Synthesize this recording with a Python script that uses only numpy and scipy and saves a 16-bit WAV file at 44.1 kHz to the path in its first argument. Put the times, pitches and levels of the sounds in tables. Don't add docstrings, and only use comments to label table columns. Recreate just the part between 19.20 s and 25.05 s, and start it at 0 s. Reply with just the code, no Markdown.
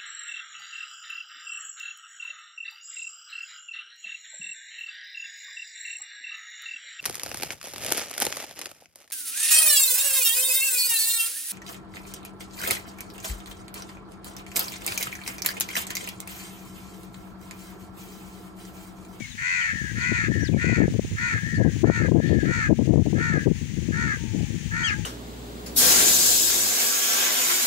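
import sys
import numpy as np
from scipy import signal
from scipy.fft import rfft, irfft, next_fast_len
from scipy.io import wavfile
from scipy.ndimage import uniform_filter1d

SR = 44100
rng = np.random.default_rng(int(sys.argv[2]) if len(sys.argv) > 2 else 0)


def transcribe(signal):
    frames = np.atleast_2d(signal).T
    limited = np.clip(frames, -1, 1)
    pcm = np.round(limited * 32767).astype(np.int16)
    wavfile.write(sys.argv[1], SR, pcm)


N = 257984
TIME = np.arange(N) / SR


def from_db(db):
    return 10 ** (np.asarray(db) / 20)


def rms_one(x):
    return x / np.sqrt(np.mean(x ** 2) + 1e-20)


def along(rows, at):
    first, *columns = np.transpose(rows)
    return [np.interp(at, first, c) for c in columns]


def colour(x, points):
    size = next_fast_len(x.shape[-1] + 2048)
    hz, db = np.transpose(points)
    bins_hz = np.maximum(np.arange(size // 2 + 1) * SR / size, 1)
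    gain = from_db(np.interp(np.log(bins_hz), np.log(hz), db))
    return irfft(rfft(x, size) * gain, size)[..., :x.shape[-1]]


def band(x, low_hz, high_hz):
    return signal.sosfilt(signal.butter(2, [low_hz, high_hz], "band", fs=SR, output="sos"), x)


def wander(rate_hz, size):
    low_pass = signal.butter(2, rate_hz, fs=SR, output="sos")
    slow = signal.sosfilt(low_pass, rng.standard_normal(size + 8192))
    return rms_one(slow[-size:])


def delayed(x, seconds):
    return np.interp(TIME - seconds, TIME, x, left=0)


def harmonic_buzz(phase):
    drift_db, drift_hz, lag_spread = 1.4, 7, .4
    turn = 2 * np.pi * drift_hz * TIME[:len(phase)]
    buzz = 0
    for k, (pace, offset, lag) in enumerate(rng.standard_normal((18, 3)), 1):
        drift = drift_db * np.sin(turn * (1 + pace / 2) + np.pi * offset)
        buzz = buzz + from_db(drift) * np.cos(k * phase + lag_spread * lag)
    return rms_one(buzz)


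def caw(length, top_hz, flutter_hz, rough, hoarse):
    pitch_arch = [(0, .885), (.12, .94), (.24, .982), (.34, 1), (.44, .998), (.58, .972), (.76, .915),
                  (.9, .865), (1, .825)]
    # share of its length, level/dB, roughness factor
    caw_arch = [(0, -14.5, 1.17), (.12, -6.5, 2.15), (.26, -2, 0.43), (.38, -1.5, 0.66), (.58, -1.5, 0.72),
                (.76, -2, 1.63), (.9, -4, 2.8), (1, -13.5, 1.3)]
    swing_depth, throb_depth = .112, .27
    jitter, stumble = .018, .2
    breath_share = .34
    size = int(length * SR)
    share = np.arange(size) / size
    (ratio,), (level_db, unrest) = along(pitch_arch, share), along(caw_arch, share)
    unrest = np.minimum(unrest * rough * hoarse, 1)
    flutter_drift, pitch_drift, shimmer = (wander(rate, size=SR)[:size] for rate in (60, 260, 300))

    flutter = 2 * np.pi * np.cumsum(flutter_hz * (1 + stumble * unrest * flutter_drift)) / SR
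    swing = swing_depth * min(rough, .5) * (np.sin(flutter) + .3 * np.sin(2 * flutter))
    pitch_hz = top_hz * ratio * (1 + swing + jitter * unrest * pitch_drift)
    phase = 2 * np.pi * np.cumsum(pitch_hz) / SR
    turbulence = breath_share * unrest * (1 + np.cos(phase)) * rng.standard_normal(SR)[:size]
    strength = (1 + throb_depth * np.cos(flutter - .4)) * from_db(2.5 * unrest * shimmer)
    envelope = from_db(level_db) * signal.windows.tukey(size, .06)
    return (harmonic_buzz(phase) + turbulence) * strength, envelope


def crow(caws, throat, easy_flutter_hz, easy_bright_db, easy_rough, hoarse, right_db):
    easy_hz, flutter_per_hz, bright_db_per_hz, rough_per_hz = 463.3, .35, 0.595, 0.0049
    out = np.zeros(N + SR)
    for start, length, top_hz, db in caws:
        push_hz = top_hz - easy_hz
        bright_db = easy_bright_db + bright_db_per_hz * push_hz
        flutter_hz = easy_flutter_hz + flutter_per_hz * push_hz
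        rough = max(easy_rough + rough_per_hz * push_hz, 0)
        source, envelope = caw(length, top_hz, flutter_hz, rough, hoarse)
        beak = [(1550, 0), (2000, .5 * bright_db), (2550, 0.73 * bright_db), (3600, 0.38 * bright_db)]
        full = rms_one(colour(colour(source, throat), beak))
        narrow = colour(full, [(1300, -14), (1650, 2), (1900, -3), (2500, -13)])
        closing = np.interp(np.linspace(0, 1, len(full)), [.55, .9], [1, .6])
        opening = np.minimum(envelope, 1) * closing
        voice = (narrow + opening * (full - narrow)) * envelope
        at = int(start * SR)
        out[at:at + len(voice)] += from_db(db) * voice
    return from_db([[0], [right_db]]) * out[:N]


def near_crow():
    # start t/s, length t/s, top pitch f/Hz, level/dB before the effort curve
    caws = [(.17, 0.37, 501.7, -19.5), (.745, 0.35, 492.4, -20.5), (1.365, .30, 494.3, -20.5),
            (1.958, 0.24, 481, -21.5), (2.63, .255, 469.4, -22.5), (3.245, .25, 472, -21),
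            (3.945, .265, 466, -22.5), (4.715, .252, 467.2, -23), (5.505, .252, 469.3, -22)]
    # f/Hz, relative level/dB
    throat = [(600, -32), (930, -16.5), (1170, -7.5), (1410, 1), (1600, 7.5), (1800, 4), (2300, -6.5),
              (2600, -8.5), (2850, -23.5), (3400, -23.5), (4400, -17.5), (5300, -26.5), (6600, -14.5),
              (8200, -29), (14000, -85)]
    return crow(caws, throat, easy_flutter_hz=73.4, easy_bright_db=-1.0, easy_rough=.38,
                hoarse=0.92, right_db=-2.5)


def far_crow():
    # start t/s, length t/s, top pitch f/Hz, level/dB before the effort curve
    caws = [(.44, 0.3, 452, -28), (1.06, .22, 453, -27.5), (2.17, 0.35, 454.3, -28),
            (2.96, 0.33, 452, -29.5), (4.06, 0.22, 453, -34)]
    # f/Hz, relative level/dB
    throat = [(700, -50), (1350, -27), (1600, -5), (1780, 0), (1950, -5), (2250, -21), (2700, -29),
              (6500, -31), (12000, -55)]
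    return crow(caws, throat, easy_flutter_hz=78, easy_bright_db=4, easy_rough=0.48,
                hoarse=0.21, right_db=-8.0)


def whistle(rows, partials, waver):
    first, last = max(int(rows[0][0] * SR), 0), min(int(rows[-1][0] * SR), N)
    hz, db = along(rows, TIME[first:last])
    unsteady_hz = hz * (1 + waver * wander(78, size=SR)[:len(hz)])
    phase = 2 * np.pi * np.cumsum(unsteady_hz) / SR
    tone = np.sqrt(2) * sum(from_db(level) * np.sin(round(k) * phase) for k, level in partials)
    return np.pad(tone * from_db(db) * signal.windows.tukey(len(hz), .3), (first, N - last))


def falling_notes(notes, waver):
    share, out = np.linspace(0, 1, num=16), 0
    for start, length, top_hz, last_hz, rise, db in notes:
        bend = np.cos(np.pi * (share - rise) / (1 - min(rise, 2 / 3)))
        hz = last_hz + (top_hz - last_hz) * (1 + bend) / 2
        rows = [(start + length * u, f, db) for u, f in zip(share, hz)]
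        out = out + whistle(rows, [(1, 0)], waver)
    return out


def swell(centre, length):
    return np.exp(-np.minimum(2 * ((TIME - centre) / length) ** 2, 30))


def small_birds():
    # start t/s, length t/s, top pitch f/Hz, last pitch f/Hz,
    # share of the length before the top, level/dB
    whistles = [(-.015, 0.079, 2330, 2130, 0, -37), (.04, .075, 4200, 3830, .6, -52),
                (.11, 0.027, 3980, 3520, 0, -43), (.408, 0.031, 3200, 2850, 0, -36.5),
                (.80, 0.05, 4800, 2900, 0, -42), (1.195, 0.1, 6100, 3220, .28, -39.5),
                (1.32, 0.039, 2550, 2170, 0.066, -40), (2.335, .05, 4900, 4250, 0.059, -48)]
    # t/s, pitch f/Hz, level/dB before the partials' levels
    squeal = [(5.622, 1400, -50), (5.638, 1560, -38), (5.651, 1645, -27), (5.668, 1560, -31),
              (5.688, 1330, -29), (5.708, 1100, -40), (5.74, 950, -52)]
    # multiple of the pitch, relative level/dB
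    squeal_partials = [(2, 7), (3, -9), (4, -5), (5, -14)]
    # middle t/s, width of the swell t/s, f/Hz that sets the noise band, level at the middle/dB
    rasps = [(3.098, .095, 3500, -38.5), (3.24, 0.068, 3120, -43)]
    song = falling_notes(whistles, waver=.01) + whistle(squeal, squeal_partials, waver=.01)
    for middle, length, hz, db in rasps:
        noise = rms_one(band(rng.standard_normal(N), 0.56 * hz, 1.17 * hz))
        song = song + from_db(db) * swell(middle, length) * noise
    return song


def wind_level(port, breeze_db, gust_eddy_db=2.5):
    # start t/s, length t/s, level/dB before the eddies, port
    gust_list = [(0.525, 0.035, -27, "left"), (0.608, .046, -26.5, "left"), (0.722, .095, -28, "left"),
                 (0.911, 0.024, -18.5, "left"), (1.094, 0.034, -15.5, "left"), (1.15, 0.091, -18.5, "left"),
                 (1.289, 0.094, -14, "left"), (1.437, 0.1, -15, "left"), (1.565, 0.095, -10, "left"),
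                 (1.678, 0.037, -24, "right"), (1.717, 0.053, -20, "left"), (1.784, 0.014, -10, "left"),
                 (1.838, 0.018, -23.5, "right"), (1.912, .054, -28.5, "right"),
                 (2.125, 0.05, -20.5, "left"), (2.349, 0.056, -27.5, "right"), (2.379, 0.052, -9.5, "left"),
                 (2.444, 0.05, -7, "left"), (2.632, 0.028, -3.5, "left"), (2.67, 0.045, -8.5, "left"),
                 (2.802, .1, -16, "left"), (2.912, 0.096, -8, "left"), (3.039, 0.024, -15.5, "left"),
                 (3.094, 0.099, -9, "left"), (3.228, 0.091, -14, "left"), (3.422, 0.1, -35, "right"),
                 (3.491, 0.046, -10, "left"), (3.587, 0.047, -10, "left"), (3.671, 0.16, -10, "left"),
                 (3.858, 0.025, -7.5, "left"), (3.923, 0.069, -14.5, "left"), (4.1, 0.083, -14, "left"),
                 (4.257, 0.03, -8, "left"), (4.302, 0.026, -7.5, "left"), (5.132, 0.097, -21, "left")]
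    eddy_rate_hz, eddy_db = 20, 3
    attack_s, release_s = 0.011, 0.015
    eddies, gusts = wander(eddy_rate_hz, size=N), np.zeros(N)
    for start, length, db, side in gust_list:
        if side == port:
            end = start + length
            corners = [start - attack_s / 2, start + attack_s / 2, end - release_s / 2, end + release_s / 2]
            gusts += from_db(db) * np.interp(TIME, np.sort(corners), [0, 1, 1, 0])
    breeze = from_db(breeze_db + eddy_db * eddies)
    return 20 * np.log10(np.hypot(breeze, gusts * from_db(gust_eddy_db * eddies)))


def buffeting(wind_db, usual_db=-18, evenness=0.9):
    # f/Hz, relative level per Hz/dB, extra level/dB for each dB of wind strength
    buffet = [(32, -27, 2), (53, -13.5, -0.65), (79, 1, 0.26), (117, 3, 0.24), (208, -2.5, 0.41),
              (311, -8.5, 0.97), (509, -26.5, 1.18), (770, -44.5, 2.5), (1260, -95, 1)]
    strength_db = np.clip(wind_db - usual_db + 5 * wander(70, size=N), -20, 14)
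    edges_hz = 32 * 2 ** np.arange(0, 5.1, .5)
    white, rumble = rng.standard_normal((2, N)), 0
    for k, (low, high) in enumerate(zip(edges_hz, edges_hz[1:])):
        db, growth = along(buffet, np.sqrt(low * high))
        noise = band(band(white[k % 2], low, high), low, high)
        rumble = rumble + from_db(db + growth * strength_db) * noise
    local_power = uniform_filter1d(uniform_filter1d(rumble ** 2, size=900), size=400) + 1e-12
    return from_db(wind_db) * rms_one(rumble / local_power ** (evenness / 2))


def slaps():
    # middle t/s, level/dB (the peak is 1.7 dB higher), time between the two peaks t/s
    slap_list = [(1.347, -1.5, 0.0015), (1.604, 3.5, 0.0015), (1.638, 1, 0.0019), (1.681, -7.5, 0.0011),
                 (1.795, -3, 0.0012), (2.644, 5, 0.00098), (2.7, 6.5, 0.00095), (2.949, 1, 0.002),
                 (3.529, 6, 0.0017), (3.709, 3, 0.0023), (3.759, 1.5, 0.0014)]
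    out = np.zeros(N)
    for s, db, width in slap_list:
        near = slice(int((s - .02) * SR), int((s + .02) * SR))
        u = 2 * (TIME[near] - s) / width
        out[near] += from_db(db) * rng.choice([-1, 1]) * 2 * u * np.exp(-u * u / 2)
    return out


def far_hoots():
    # start t/s, length t/s, top pitch f/Hz, last pitch f/Hz,
    # share of the length before the top, level/dB
    hoots = [(4.95, 0.36, 927, 804, 0.058, -57), (5.48, .37, 922, 849, 0.24, -53.5)]
    return falling_notes(hoots, waver=.02)


def distant_air():
    # f/Hz, relative level per Hz/dB
    air = [(300, -33), (650, -20), (850, -10), (1150, -13), (1400, -11), (1780, 0.5), (2250, 1.5),
           (3000, 0.5), (4000, -5.5), (5200, -7), (6600, 2), (8200, -12.5), (11000, -23.5), (13900, -42.5),
           (15000, -16)]
    level_db = -40.5 + .5 * wander(4.7, size=N)
    return from_db(level_db) * rms_one(colour(rng.standard_normal((2, N)), air))


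def field(direct, leaves_db, leaves_t60, tail_db, tail_t60):
    # delay t/s before a random change at each port, level/dB
    echo_list = [(.004, -14), (.009, -15), (.017, -17), (.046, -19)]
    left_lag_s = .00091
    t, out = TIME[:SR], []
    for side in direct:
        scatter = 0
        for db, t60 in ((leaves_db, leaves_t60), (tail_db, tail_t60)):
            dying = rng.standard_normal(SR) * from_db(-60 * t / t60) * (1 - np.exp(-t / 0.014))
            scatter = scatter + from_db(db) * dying / np.linalg.norm(dying)
        echoes = sum(from_db(db) * delayed(side, s * rng.uniform(0.76, 1.1)) for s, db in echo_list)
        out.append(side + echoes + signal.fftconvolve(side, scatter)[:N])
    return np.array([delayed(out[0], left_lag_s), out[1]])


def scene():
    # t/s, left level/dB, right level/dB, both before eddies and gusts
    breeze = [(0, -35.5, -64), (.3, -45, -67), (.65, -35.5, -63), (1.1, -23.5, -56), (1.5, -28.5, -53),
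              (1.9, -36, -35.5), (2.15, -30.5, -47.5), (2.5, -24.5, -39), (3.3, -23.5, -47),
              (4.4, -28, -42.5), (4.7, -23, -55), (5.05, -27, -57), (5.85, -27.5, -57)]
    # f/Hz, change in level/dB
    right_port = [(700, 1), (1300, -3.5), (1750, -0.5), (2350, -7.5), (2800, -16.5), (3400, -10.5),
                  (4400, -8), (7000, -12.5), (9000, 4), (12000, 3.5), (15000, 2.5)]
    near = field(near_crow() + small_birds(), leaves_db=-8, leaves_t60=.07, tail_db=-20, tail_t60=.35)
    far = field(far_crow() + far_hoots(), leaves_db=-15, leaves_t60=.1, tail_db=-13, tail_t60=.45)
    left, right = near + far + distant_air()
    left_db, right_db = along(breeze, TIME)
    left = left + buffeting(wind_level("left", left_db)) + slaps()
    right = colour(right, right_port) + buffeting(wind_level("right", right_db))
    high_pass = signal.butter(3, 48, "high", fs=SR, output="sos")
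    return signal.sosfilt(high_pass, np.array([left, right]))


def record(dry, threshold_db=-21, squeeze=0.44, release_db_per_s=350):
    cutoff_hz = 15600
    level_db = 10 * np.log10(np.abs(uniform_filter1d((dry ** 2).sum(axis=0), size=600)) + 1e-12)
    fall = release_db_per_s * TIME
    held_db = np.maximum.accumulate(level_db + fall) - fall
    gain_db = uniform_filter1d(-squeeze * np.maximum(held_db - threshold_db, 0), size=400)
    rounded = .85 * np.tanh(dry * from_db(gain_db) / .85)
    steep = signal.ellip(10, .1, 90, cutoff_hz, fs=SR, output="sos")
    return signal.sosfilt(steep, rounded)


dry = scene()
out = record(dry)
transcribe(out)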